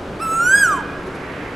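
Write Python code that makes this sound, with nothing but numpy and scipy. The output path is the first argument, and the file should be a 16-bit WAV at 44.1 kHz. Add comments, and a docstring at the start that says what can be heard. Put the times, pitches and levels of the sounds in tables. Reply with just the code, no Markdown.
"""A koel calls once from a garden tree close to the microphone: a clear whistle from the syrinx that
swells, rises and slides down, with bright overtones from the wide open beak.
Leaves and garden walls scatter the call and leave a short tail. A low, steady outdoor rumble with faint
drones lies underneath. Thin tones sit behind the call and a soft low puff comes as it ends;
then two soft leaf rustles and a faint swell of hiss."""
import sys
import numpy as np
from scipy import signal
from scipy.fft import rfft, irfft
from scipy.io import wavfile
from scipy.ndimage import uniform_filter1d

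SR = 44100
rng = np.random.default_rng(int(sys.argv[2]) if len(sys.argv) > 2 else 0)


def generate_wav(sig):
    """Save sig (samples, or channels by samples) to the path in sys.argv[1] as 16-bit PCM at SR."""
    pcm = np.round(np.clip(np.atleast_2d(sig).T, -1, 1) * 32767).astype(np.int16)
    wavfile.write(sys.argv[1], SR, pcm)


N = 68355
T = np.arange(N) / SR
BIN_HZ = np.arange(N // 2 + 1) * SR / N

# How alike the background is at the two microphones. Each row: frequency in Hz, likeness from 0 to 1.
AMBIENT_LIKENESS = [(30, 0.93), (70, 1), (170, 0.99), (400, 0.97), (900, 0.9), (2500, 0.78), (8000, 0.88)]


def koel():
    """Close by, a little right: the syrinx glides, and overtones light up on the throat's resonances."""
    # Each row: time in seconds, pitch of the syrinx in Hz.
    melody = [(.19, 1090), (.203, 1229), (.222, 1346), (.26, 1312), (.3, 1308), (.35, 1328), (.4, 1364),
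              (.45, 1435), (.5, 1527), (.54, 1608), (.575, 1664), (.605, 1653), (.63, 1593), (.66, 1445),
              (.7, 1279), (.75, 1100), (.785, 965), (.82, 839)]
    # Each row: time in seconds, whistle level in dB, overtone level in dB before colouring.
    effort = [(.192, -43, -55), (.203, -29, -44), (.22, -25.5, -33.5), (.26, -23, -33), (.33, -22, -29.5),
              (.385, -18.5, -33.5), (.42, -15.5, -29.5), (.47, -17, -26.5), (.535, -10.5, -23.5),
              (.6, -15.5, -22), (.635, -12.5, -23), (.67, -17, -28.5), (.74, -18.5, -40.5),
              (.785, -31, -50), (.815, -31.5, -52)]
    # Strength at the syrinx in dB, one for each overtone from the second harmonic up.
    syrinx_db = [0, 0, -0.5, 0.5, -1, 2.5, -2, 0, 3.5, 4]
    # Resonances of throat and beak. Each row: frequency in Hz, gain in dB.
    throat = [(2000, -6), (2650, -16.5), (3300, -14.5), (3900, -22.5), (4500, -20.5), (4950, -9.5),
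              (5300, -24.5), (5850, -4), (6300, -11), (6470, -23), (6700, -7.5), (7200, -7), (7700, -8.5),
              (8150, -1), (8400, -9.5), (8750, -22), (9300, -21), (9650, -30), (9950, -32), (10300, -14),
              (10700, -13.5), (11600, -22), (11850, -32), (12400, -27), (13300, -24), (14000, -37),
              (14450, -25), (15200, -60)]
    # Each row: time in seconds, beak opening (0 is nearly shut, 1 or more is wide open).
    beak = [(.225, 0), (.27, 0.8), (.34, 2)]
    # Colour added while the beak is nearly shut. Each row: frequency in Hz, gain in dB.
    shut_colour = [(2000, 19), (2700, 12.5), (3900, 4.5), (5350, 11), (6000, -6), (6650, -22), (7900, -7.5),
                   (9300, 8.5), (11500, -1), (13300, 2)]
    glide_s, flutter_db, rasp_db = .012, 2.2, -32
    waver = .0012 * drift(per_s=60)
    catch = .039 * swell(.198, .0071) * drift(per_s=430)   # the voice catches roughly at the start
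    pitch = uniform_filter1d(in_time(melody)[0], int(glide_s * SR)) * (1 + waver + catch)
    phase = 2 * np.pi * np.cumsum(pitch) / SR
    whistle_db, overtone_db = in_time(effort)
    calling = (T > effort[0][0]) & (T < effort[-1][0])
    gate = uniform_filter1d(1. * calling, SR // 200)
    shut = 1 - np.clip(in_time(beak)[0], 0, 1)
    whistle = from_db(whistle_db) * np.sin(phase)
    overtones = 0
    for k, source_db in enumerate(syrinx_db, 2):
        colour_db = at_hz(throat, k * pitch) + shut * at_hz(shut_colour, k * pitch)
        level_db = overtone_db + source_db + colour_db + flutter_db * drift(per_s=28)
        rasp = 1 + from_db(rasp_db) * drift(per_s=600)
        overtones = overtones + from_db(level_db) * np.sin(k * phase) * rasp
    return np.sqrt(2) * gate * (whistle * pan(left_db=-1.15) + overtones * pan(left_db=-1.2))


def garden_echoes(call):
    """Nearby leaves scatter the call at once; walls farther off add a tail whose treble dies first."""
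    # Colour of the scatter from the leaves. Each row: frequency in Hz, gain in dB.
    leaves_colour = [(1000, 0), (1320, -9), (1480, -1), (1700, -1), (5000, -5), (8000, -3), (12000, -2)]
    # Colour of the tail. Each row: frequency in Hz, gain in dB.
    tail_colour = [(700, -14), (1150, 3), (1320, 2.5), (1450, 2), (1680, 4), (2800, 1), (5000, -3),
                   (6500, -6), (10000, -5), (14000, -12)]
    # Each row: frequency in Hz, seconds for the tail to fall 60 dB.
    tail_t60 = [(1000, 1.15), (1700, 1.27), (3000, 1.0), (6000, 0.32), (14000, .25)]
    leaves_db, tail_db = -7.5, -14.5
    white, alike = [(1, 0), (SR, 0)], [(1, .86), (SR, .86)]
    near = rfft(noise(white, alike)) * from_db(leaves_db + at_hz(leaves_colour, BIN_HZ))
    far = rfft(noise(white, alike)) * from_db(tail_db + at_hz(tail_colour, BIN_HZ))
    echoes = irfft(near, N) * echo_decay(delay_s=.0055, t60_s=.14)
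    octaves_hz = 500 * 2. ** np.arange(6)
    for low, high in zip(octaves_hz, octaves_hz[1:]):
        centre = np.sqrt(low * high)
        band = irfft(far * ((BIN_HZ >= low) & (BIN_HZ < high)), N)
        echoes = echoes + band * echo_decay(delay_s=.03, t60_s=at_hz(tail_t60, centre))
    return signal.fftconvolve(call, echoes, axes=1)[:, :N]


def rumble():
    """Low, steady outdoor noise all round the microphone."""
    # Each row: frequency in Hz, relative level in dB.
    colour = [(25, -5.5), (45, -3), (70, -1), (150, -2.5), (300, -2), (450, -0.5), (700, -6.5), (1400, -9),
              (2000, -18), (3000, -21), (4200, -27), (6500, -34), (9000, -38.5), (12400, -44), (13500, -65),
              (15000, -85)]
    return from_db(-30.5) * noise(colour, AMBIENT_LIKENESS)


def hiss():
    """A faint midrange hiss, a little to the right, that swells after the call."""
    # Each row: time in seconds, level in dB.
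    rise = [(0, -48.5), (.7, -46.5), (1.12, -43.5), (1.22, -38), (1.4, -35), (1.55, -39.5)]
    # Each row: frequency in Hz, relative level in dB.
    colour = [(500, 0), (1000, -9), (1600, 9.5), (2300, 6.5), (3200, -9), (5000, -31), (9000, -38)]
    return from_db(in_time(rise)[0]) * noise(colour, AMBIENT_LIKENESS) * pan(left_db=-2.5)


def puff():
    """A soft low puff of noise as the call ends."""
    # Each row: frequency in Hz, relative level in dB.
    colour = [(100, -26), (300, 1.5), (750, 1), (1300, -18), (5000, -47)]
    return from_db(-30) * swell(middle_s=.732, half_length_s=.022) * noise(colour, AMBIENT_LIKENESS)


def leaf_rustles():
    """Leaves stir twice, each time a brief, soft burst of high noise."""
    # Each row: middle in seconds, peak level in dB.
    rustles = [(1.074, -51), (1.157, -49.5)]
    # Each row: frequency in Hz, relative level in dB.
    colour = [(2000, -22), (4000, 7), (7000, -2), (11000, 0), (13500, -22)]
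    envelope = sum(from_db(db) * swell(s, half_length_s=.009) for s, db in rustles)
    return envelope * noise(colour, AMBIENT_LIKENESS)


def drones():
    """Faint low tones that waver inside the rumble."""
    # Each row: frequency in Hz, level in dB.
    tones = [(145, -47), (185, -44.5), (289, -41), (378, -43.5)]
    return sum(from_db(db) * narrow_tone(hz, width_hz=10.2) for hz, db in tones)


def thin_tones():
    """Thin, faint tones that come and go behind the call."""
    # Each row: frequency in Hz, middle in seconds, half length in seconds, peak level in dB.
    tones = [(2458, 0.585, 0.13, -42), (2440, .87, 0.14, -47.5), (3100, 0.778, 0.07, -44.5)]
    return sum(from_db(db) * swell(s, half) * narrow_tone(hz, width_hz=25) for hz, s, half, db in tones)


def from_db(db):
    """Decibels to gain."""
    return 10 ** (np.asarray(db) / 20)


def rms_one(x):
    """Scale to unit power."""
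    return x / np.sqrt(np.mean(x ** 2) + 1e-20)


def in_time(rows):
    """Each column of a curve, at every sample."""
    s, *columns = np.transpose(rows)
    return [np.interp(T, s, c) for c in columns]


def at_hz(points, hz):
    """Read a curve on a log-frequency axis."""
    freqs, values = np.transpose(points)
    return np.interp(np.log(np.maximum(hz, 1)), np.log(freqs), values)


def drift(per_s):
    """Slow random motion of spread 1."""
    spectrum = rfft(rng.standard_normal(N))
    return rms_one(irfft(spectrum / (1 + (BIN_HZ / per_s) ** 2), N))


def swell(middle_s, half_length_s):
    """A bell-shaped rise and fall of height 1."""
    return np.exp(-.5 * ((T - middle_s) / half_length_s) ** 2)


def pan(left_db):
    """Left and right gains, moved opposite ways from the centre."""
    return from_db([[left_db], [-left_db]])


def noise(colour, likeness):
    """Stereo noise of a given colour and left-right likeness; rms 1."""
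    mid, side = rfft(rng.standard_normal((2, N)))
    alike = np.clip(at_hz(likeness, BIN_HZ), 0, 1)
    both = np.sqrt(1 + alike) * mid + np.sqrt(1 - alike) * side * [[1], [-1]]
    return rms_one(irfft(both * from_db(at_hz(colour, BIN_HZ)), N))


def echo_decay(delay_s, t60_s):
    """Envelope of a cloud of echoes, with unit energy."""
    shape = (T > delay_s) * from_db(-60 * np.maximum(T - delay_s, 0) / t60_s)
    return shape / np.sqrt(np.sum(shape ** 2))


def narrow_tone(hz, width_hz):
    """A wavering tone: noise in a narrow band, rms 1."""
    phase = 2 * np.pi * hz * T
    return drift(width_hz) * np.sin(phase) + drift(width_hz) * np.cos(phase)


def scene():
    """The bird close by, its echoes and the garden around the microphone."""
    call = koel()
    bird = call + garden_echoes(call)
    return bird + rumble() + hiss() + puff() + leaf_rustles() + drones() + thin_tones()


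def record(dry):
    """The recorder cuts the top steeply."""
    stop_hz = 15400
    return signal.sosfiltfilt(signal.cheby2(16, 50, stop_hz, fs=SR, output="sos"), dry)


dry = scene()
out = record(dry)
generate_wav(out)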